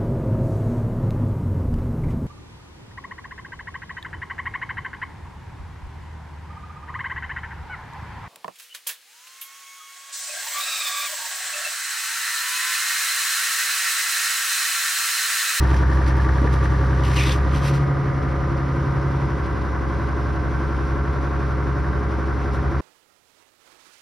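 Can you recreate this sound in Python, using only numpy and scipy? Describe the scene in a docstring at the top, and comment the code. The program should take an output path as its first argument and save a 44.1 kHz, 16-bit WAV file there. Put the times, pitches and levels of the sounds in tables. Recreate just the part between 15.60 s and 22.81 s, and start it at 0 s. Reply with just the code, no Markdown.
"""A six-cylinder two-stroke diesel drives a tracked carrier over grass; it turns and settles nearby.
The engine is a periodic source: each crank turn brings six exhaust beats, with combustion knocks, valve
clatter, injector snaps and gear tones, under the hiss of cooling air. In the turn, friction makes the
track links grind and their pins squeak over a rumble of the ground. The radiation is directional,
so the clatter changes colour as the side of the vehicle swings into view."""
import sys
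import numpy as np
from scipy import signal
from scipy.fft import rfft, irfft
from scipy.io import wavfile
from scipy.ndimage import uniform_filter1d

SR = 44100
rng = np.random.default_rng(int(sys.argv[2]) if len(sys.argv) > 2 else 0)


def materialize(psi):
    """Save the field psi as 16-bit PCM at rate SR to the path in sys.argv[1].

    A 1-D psi becomes a single channel; in a 2-D psi each row is a channel.
    """
    bounded = np.clip(np.atleast_2d(psi).T, -1, 1)
    quanta = np.round(bounded * 32767).astype(np.int16)
    wavfile.write(sys.argv[1], SR, quanta)


N = 317961
TIME = np.arange(N) / SR

# Angle of view, 0 nose on and 1 side on: time_s, aspect
ASPECT = [(0, 0.15), (1.5, 0.38), (2.6, 0.59), (4.2, 0.9), (7.2, 1)]
# Drift of the crank rate with the load: time_s, offset_hz
SPEED_WANDER = [(2.5, 0), (2.95, .055), (3.75, -.075), (4.5, -.005), (5.8, 0), (6.4, .045), (7.2, .01)]
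# Exhaust tones: time_s, level_db
FIRING_LEVEL = [(0.1, -16.5), (1.7, -20.5), (1.86, -18.7), (1.96, -20.5), (2.07, -27), (2.21, -25.5),
                (2.42, -34), (2.7, -24.5), (3.15, -29), (3.75, -26), (5.0, -24), (6.0, -23.8), (7.1, -24)]  # the firing tone dips as its octave takes over
OCTAVE_LEVEL = [(0.2, -27.5), (1.7, -23), (1.87, -34), (1.91, -26), (2.14, -18.5), (2.72, -26.5),
                (3.64, -23), (3.87, -37), (5.25, -30.5), (6.18, -29), (6.6, -38), (7.1, -30)]  # the octave booms and fades as the vehicle moves
# Harmonics of the crank rate: order, nose_db, side_db
UNEVEN_FIRING_ORDERS = [(3, -61, -64), (4, -40, -45), (5, -43, -38), (7, -32, -39.5), (8, -38, -47),
                        (9, -29.5, -45), (10, -33.5, -37.5), (11, -44, -55), (13, -30.5, -49),
                        (14, -56, -46.5), (15, -34.5, -42), (17, -37, -53), (18, -51, -47),
                        (19, -47.5, -46.5)]  # from unequal cylinders
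GEAR_ORDERS = [(29, -45, -42), (30, -42, -45), (36, -47, -46), (37, -47, -48.5), (52, -45, -55),
               (63, -54, -53), (69, -53, -51), (81, -52, -48), (90, -50, -52), (98, -54, -48),
               (105, -49, -51), (107, -43, -50), (120, -53, -47), (136, -46, -54), (168, -48, -62),
               (175, -58, -55)]  # from the gear train and blower
# Knock of each cylinder in firing order: relative_db
CYLINDER_DB = [-7, -4, -.5, -2.5, -3.5, -7]
# Valve impacts: angle_turns, nose_relative_db, side_relative_db
VALVE_TICKS = [(.12, -1, -12), (.28, 1, 1), (.45, 0, -10), (.58, -12, 0), (.79, -12, 1), (.96, -2, -8)]
# Injector snaps, one a cylinder: angle_turns, nose_db, corner_db, side_db
INJECTOR_SNAPS = [(.1, -33, -38, -48), (.275, -35, -42, -40), (.44, -41, -36, -36.5),
                  (.595, -27.8, -37, -38.5), (.77, -38, -38.5, -39.5), (.92, -43, -40, -46)]

# Track events: start_s, length_s, level_db
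LINK_SLIPS = [(.06, .12, -44), (.31, .04, -45), (.46, 0.02, -38.5), (.605, .015, -45), (.915, 0.018, -37),
              (1.02, 0.022, -42), (1.425, 0.14, -38), (1.55, 0.084, -31.5), (1.645, 0.085, -31.5),
              (1.73, 0.017, -46), (1.92, 0.063, -40.5), (2.0, 0.022, -42), (2.025, 0.067, -34.5),
              (2.13, 0.019, -37), (6.915, 0.045, -48.5)]  # steel links slipping
WHEEL_BUMPS = [(.815, .012, -25), (.835, .01, -23.5), (.848, .011, -24)]  # a road wheel bumping and rebounding
GRIT_CRACKS = [(.569, .001, -48)]  # grit cracking under a link
# Dry track pins: start_s, length_s, level_db, start_pitch_hz, end_pitch_hz
PIN_SQUEAKS = [(1.436, .02, -43, 3050, 2950), (1.561, .018, -34.5, 3050, 2870),
               (1.575, .042, -30.3, 2850, 2450), (1.595, .03, -39, 3640, 3535),
               (1.63, .016, -36, 2500, 2440), (1.657, .014, -37, 3750, 3580), (1.68, .012, -40, 3700, 3620),
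               (1.705, .012, -34, 3500, 3380)]

# Shapes of spectral density: frequency_hz, relative_db
GROUND_SPECTRUM = [(15, -19), (35, -36), (60, -7), (110, 4), (180, -5), (300, -32), (600, -72)]  # ground under load
AIR_SPECTRUM = [(1290, -23), (2200, -1), (2720, -8), (4570, -12.5), (5550, -12), (6500, -19), (7010, -33.5),
                (10200, -25.5), (12000, -32.5), (13300, -42.5)]  # cooling air
HULL_SPECTRUM = [(100, -20), (190, 9), (320, 11), (460, 5), (600, -3), (800, -17), (1200, -35)]  # hull jolted by a wheel
SOIL_SPECTRUM = [(5000, -15), (7600, -8), (9500, 1), (11500, -3), (12800, -4), (13600, -28)]  # crushed soil
GRIND_SPECTRUM = [(1000, -17), (1700, -3.5), (2000, -3), (2480, -4), (3130, -6.5), (3630, -9), (3850, -7.5),
                  (4780, -10.5), (5390, -10), (6240, -13), (7160, -31), (7670, -25), (9510, -26),
                  (10900, -23), (13300, -38)]  # sliding links
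INJECTOR_NOSE_SPECTRUM = [(900, -12), (1200, -5), (1400, 1), (1620, 3.5), (1880, 1.5), (2020, -5),
                          (2200, -11), (3000, -30)]  # injector ring from the front
INJECTOR_SIDE_SPECTRUM = [(900, -1), (1150, -5), (1400, 6.5), (1600, 3), (1750, -17), (2000, -8),
                          (2200, -19), (3000, -29)]  # and from the side
COVER_NOSE_SPECTRUM = [(420, -22), (560, 0), (650, -12), (800, -1), (950, 3.5), (1050, 2), (1180, 4),
                       (1330, -3.5), (1500, -3), (1650, -4), (1880, -7), (2050, -9.5), (2900, -45)]  # valve covers from the front
COVER_CORNER_SPECTRUM = [(280, -42), (470, -21), (500, -6), (535, 3), (585, -5), (660, -23), (720, -27),
                         (831, -11), (910, -10), (981, -3), (1190, -3), (1500, -11), (1760, -14),
                         (2160, -14), (2350, -30.5), (2900, -26), (3770, -55)]  # from the corner
COVER_SIDE_SPECTRUM = [(500, -28), (850, -13.5), (930, 0), (1010, 0.5), (1130, 1.5), (1280, -7.5),
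                       (1420, -6), (1580, -4), (1720, -9), (1890, -14), (2010, -12), (2150, -16),
                       (2900, -29)]  # and from the side
BANK_SPECTRUM = [(700, -37), (980, 3), (1100, -10.5), (1250, -1), (1400, 5), (1600, 0), (1720, -4),
                 (2100, -16), (2900, -44)]  # near cylinder bank
PLATE_SPECTRUM = [(100, -13.5), (185, -13.5), (210, -4), (240, -6.5), (275, -1), (303, -0.5), (332, 0),
                  (372, -7.5), (412, -3), (478, -14), (533, -3.5), (585, -8), (625, -18), (675, -12),
                  (715, -9), (750, -10.5), (785, -15.5), (850, -12), (1100, -54)]  # hull plates rung through the block
THUD_SPECTRUM = [(130, -24), (200, -0.5), (270, 1), (340, 1.5), (420, -3.5), (540, -8), (800, -29)]  # one combustion
# Stereo width: frequency_hz, side_minus_mid_db
STEREO_WIDTH = [(60, -32), (130, -4), (230, -17.5), (330, -14), (520, -3.5), (760, -9.5), (1700, -6),
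                (2400, -21.5), (3500, -8), (5000, -28), (6200, -6.5), (7200, 16), (9500, -3.5),
                (12000, -15), (14500, 20)]

IDLE_HZ, RUN_HZ, THROTTLE_S = 10.945, 11.36, 1.58  # crank rate before and after the throttle opens
TURN_ENDS_S = 2.18
VIEW_ASPECTS = (.25, .6, .93)  # nose, corner and side face the listener


def undb(db):
    """Amplitude ratio of a level in decibels."""
    return 10 ** (np.asarray(db) / 20)


def curve(table):
    """Linear interpolation of a table through time."""
    return np.interp(TIME, *np.transpose(table))


def noise():
    """Two uncorrelated white noises, mid and side."""
    return rng.standard_normal((2, N))


def walk(rate_hz):
    """Low-pass random modulation: held values, smoothed twice, with unit deviation."""
    hold = int(SR / rate_hz)
    steps = np.repeat(rng.standard_normal(N // hold + 1), hold)
    smooth = uniform_filter1d(uniform_filter1d(steps, hold), hold)[:N]
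    return smooth / np.std(smooth)


def radiate(source, spectrum):
    """Source and filter: a mid and side pair is coloured, scaled to mid rms 1 and made left and right."""
    log_f = np.log(np.fft.rfftfreq(N, 1 / SR) + 1)
    def gain(points):
        hz, db = np.transpose(points)
        rolloff_db = 60 * np.maximum(log_f - np.log(hz[-1]), 0)
        return undb(np.interp(log_f, np.log(hz), db) - rolloff_db)
    width = np.array([np.ones(len(log_f)), gain(STEREO_WIDTH)])
    mid, side = irfft(rfft(source) * gain(spectrum) * width, N)
    return np.array([mid + side, mid - side]) / np.std(mid)


def steady(pair):
    """Power normalisation: the mid is held at rms 1 over about four crank turns."""
    power = uniform_filter1d(np.mean(pair, axis=0) ** 2, size=int(4 * SR / RUN_HZ))
    return pair / np.sqrt(power)


def bursts(table, attack_s, decay_s):
    """Envelope of transients that rise linearly, hold and decay exponentially."""
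    envelope = 0
    for start_s, length_s, level_db in table:
        rise = np.clip((TIME - start_s) / attack_s, 0, 1)
        decay = np.exp(-np.maximum(TIME - start_s - length_s, 0) / decay_s)
        envelope = envelope + undb(level_db) * rise * decay
    return envelope


def crank_pulse(turns, angle, width_turns):
    """Periodic Gaussian pulse centred on a crank angle."""
    return np.exp(-.5 * (((turns - angle + .5) % 1 - .5) / width_turns) ** 2)


def cyclic_noise(turns, aspect, loose, size=3900, count=4):
    """Cyclic excitation: once-a-turn patterns crossfade with aspect; a loose share never repeats."""
    place, out = turns % 1 * size, 0
    view = np.clip(aspect, 0, 1) * (count - 1)
    for k in range(count):
        phases = np.exp(2j * np.pi * rng.random((2, size // 2 + 1)))
        patterns = irfft(phases, size) * np.sqrt(size)
        share = np.cos(np.pi / 2 * np.clip(view - k, -1, 1))
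        out = out + share * np.array([np.interp(place, np.arange(size), p, period=size) for p in patterns])
    return out + loose * noise()


def harmonics(table, turns, aspect, wobble_rad, wobble_hz):
    """Wavering harmonics of the crank rate; quadratic phases keep them from piling into one thump."""
    out = 0
    for order, nose_db, side_db in table:
        level_db = nose_db + (side_db - nose_db) * aspect + 2.0 * walk(2.23)
        cycles = order * turns + order ** 2 / (2 * len(table) + 2)
        out = out + undb(level_db) * np.cos(2 * np.pi * cycles + wobble_rad * walk(wobble_hz))
    return np.sqrt(2) * out


def facing(aspect):
    """Directivity: the shares of nose, corner and side in what is heard."""
    return np.array([np.interp(aspect, VIEW_ASPECTS, share) for share in np.eye(3)])


def steering(release_s):
    """Exponential release: 1 while the vehicle turns, dying away afterwards."""
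    return np.exp(-np.maximum(TIME - TURN_ENDS_S, 0) / release_s)


def crank_rate(hunt_hz=.8, settle_s=1.0):
    """Damped step response: the governor overshoots and settles on a higher rate, in turns a second."""
    since_s = np.maximum(TIME - THROTTLE_S, 0)
    hunting = np.exp(-since_s / settle_s) * np.cos(2 * np.pi * hunt_hz * since_s)
    return RUN_HZ - (RUN_HZ - IDLE_HZ) * hunting + curve(SPEED_WANDER)


def ground_rumble(rolling_db=-38, turn_boost_db=3.5):
    """Forced vibration: the ground rumbles under the moving weight, more so in the turn."""
    level_db = rolling_db + turn_boost_db * steering(release_s=2.5)
    return radiate(noise(), GROUND_SPECTRUM) * undb(level_db)


def cooling_air(turns, level_db=-49.5):
    """Broadband flow noise, modulated a little in amplitude on each crank turn."""
    pulse_db = 0.49 * np.cos(2 * np.pi * (turns - .35)) + 0.2 * walk(18) + 0.89 * walk(90)
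    return radiate(noise() * undb(pulse_db), AIR_SPECTRUM) * undb(level_db)


def wheel_bumps():
    """Damped impacts: a road wheel bumps and rebounds, thudding in the hull."""
    return radiate(noise(), HULL_SPECTRUM) * bursts(WHEEL_BUMPS, attack_s=.0033, decay_s=.0062)


def track_links(scrub_db=-47.3, soil_relative_db=-19):
    """Sliding friction: steel links scrub sideways and slip, crushing soil and grit."""
    grit = noise() * undb(2.0 * walk(1500) + 1.4 * walk(260))
    scrub = steering(release_s=.068) * undb(scrub_db + walk(24.6))
    slips = bursts(LINK_SLIPS, attack_s=.024, decay_s=.02)
    grind = radiate(grit, GRIND_SPECTRUM) * np.hypot(scrub, slips)
    crackle = radiate(noise() * undb(4.5 * walk(2500)), SOIL_SPECTRUM)
    cracks = bursts(GRIT_CRACKS, attack_s=.0005, decay_s=.0013)
    return grind + crackle * (slips * undb(soil_relative_db) + cracks)


def track_pins(glide_s=.018):
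    """Stick-slip friction: each dry pin squeaks roughly about a resonance that drops and holds."""
    out, roughness = 0, walk(850) + 1j * walk(850)
    for start_s, length_s, level_db, start_hz, end_hz in PIN_SQUEAKS:
        pitch_hz = end_hz + (start_hz - end_hz) * np.exp(-np.maximum(TIME - start_s, 0) / glide_s)
        ring = np.real(roughness * np.exp(2j * np.pi * np.cumsum(pitch_hz) / SR))
        out = out + ring * bursts([(start_s, length_s, level_db)], attack_s=.0028, decay_s=.013)
    return out * undb([[2.5], [0]])  # a little to the left


def gears(turns, aspect):
    """Rotational harmonics: the gear train and blower whine at multiples of the crank rate."""
    return harmonics(GEAR_ORDERS, turns, aspect, wobble_rad=.9, wobble_hz=22)


def injectors(turns, aspect):
    """Impulsive excitation: six metallic snaps a turn, duller and more even from the side."""
    shares = facing(aspect)
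    snaps = sum(undb(np.dot(levels_db, shares)) * crank_pulse(turns, angle, width_turns=.036)
                for angle, *levels_db in INJECTOR_SNAPS)
    excitation = cyclic_noise(turns, aspect, loose=1.5)
    nose = (1 - shares[-1]) * radiate(excitation, INJECTOR_NOSE_SPECTRUM)
    side = shares[-1] * radiate(excitation, INJECTOR_SIDE_SPECTRUM)
    return snaps * steady(nose + side)


def cylinder_bank(turns, aspect, side_db=-37.3, angle_turns=.56, half_width_turns=.35):
    """Directional radiation: the near bank chugs to the side in one broad burst a turn."""
    offset = ((turns - angle_turns + .5) % 1 - .5) / half_width_turns
    ring = steady(radiate(cyclic_noise(turns, aspect, loose=.7), BANK_SPECTRUM))
    return ring * np.exp(-offset ** 4) * aspect * undb(side_db)


def valves(turns, aspect, nose_db=-31.53, side_db=-36.23):
    """Impact and resonance: ticks at fixed crank angles ring the covers, over a steady rattle."""
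    ticks = sum(undb(nose + (side - nose) * aspect) * crank_pulse(turns, angle, width_turns=.034)
                for angle, nose, side in VALVE_TICKS)
    excitation = (1.6 + ticks) * cyclic_noise(turns, aspect, loose=.7)
    spectra = COVER_NOSE_SPECTRUM, COVER_CORNER_SPECTRUM, COVER_SIDE_SPECTRUM
    ring = sum(share * radiate(excitation, spectrum) for share, spectrum in zip(facing(aspect), spectra))
    return ring * undb(nose_db + (side_db - nose_db) * aspect)


def with_hull_reflection(direct, aspect):
    """Comb filter: a short echo off the hull; its delay shrinks in the turn, so hollow peaks glide up."""
    delay_s = np.interp(aspect, [0, 1], [.0044, .00383])
    share = np.interp(aspect, [0, 1], [.55, .2])
    reflected = np.array([np.interp(TIME - delay_s, TIME, channel) for channel in direct])
    return (direct + share * reflected) / np.hypot(1, share)


def combustion(turns, aspect, knock_db=-38.5, plates_db=-32.5):
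    """Structure-borne sound: each firing thuds through the block and rings the hull plates."""
    def blows(position, width_turns):
        return sum(undb(db) * crank_pulse(position, k / len(CYLINDER_DB) - .01, width_turns)
                   for k, db in enumerate(CYLINDER_DB))
    jittered = turns + .004 * walk(60)
    force = blows(jittered, width_turns=.002) * undb(1.5 * walk(50))
    thud = radiate(force * np.array([np.ones(N), walk(70)]), THUD_SPECTRUM)
    shaking = (.45 + blows(turns, width_turns=.045)) * cyclic_noise(turns, aspect, loose=.75)
    plates = steady(radiate(shaking, PLATE_SPECTRUM))
    return thud * undb(knock_db) + plates * undb(plates_db)


def exhaust(turns, aspect):
    """Periodic outflow: six beats a turn give a tone and its octave; unequal cylinders add other orders."""
    firing_db, octave_db = curve(FIRING_LEVEL), curve(OCTAVE_LEVEL)
    firing_phase = 2 * np.pi * 6 * (turns - .13)
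    octave_phase = 2 * firing_phase + 2.45 * aspect  # slips as the path round the hull changes
    throb = 1 + 0.39 * aspect * np.cos(2 * np.pi * (turns - .7))
    drone = -throb * (undb(firing_db) * np.cos(firing_phase) + undb(octave_db) * np.cos(octave_phase))
    # reflection from house fronts puts left and right out of step
    echo = undb(firing_db - 24.5) * np.sin(firing_phase) + undb(-54 + 16.3 * aspect) * np.sin(octave_phase)
    rumble = harmonics(UNEVEN_FIRING_ORDERS, turns, aspect, wobble_rad=.79, wobble_hz=7)
    return np.sqrt(2) * np.array([drone + echo, drone - echo]) + rumble


def scene():
    """Superposition: one crank angle times the engine's sounds, and the tracks add their own."""
    aspect = curve(ASPECT)
    turns = np.cumsum(crank_rate()) / SR
    tones = exhaust(turns, aspect) + gears(turns, aspect)
    clatter = with_hull_reflection(valves(turns, aspect) + cylinder_bank(turns, aspect), aspect)
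    engine = tones + clatter + combustion(turns, aspect) + injectors(turns, aspect) + cooling_air(turns)
    return engine + track_links() + wheel_bumps() + ground_rumble() + track_pins()


def record(dry):
    """Band limiting: a steep low-pass cuts the top treble, after a brief fade at each end."""
    fade_s, cutoff_hz = .004, 15700
    fade = np.minimum(np.minimum(TIME, TIME[-1] - TIME) / fade_s, 1)
    return signal.sosfilt(signal.ellip(8, .2, 70, cutoff_hz, fs=SR, output="sos"), dry * fade)


dry = scene()
out = record(dry)
materialize(out)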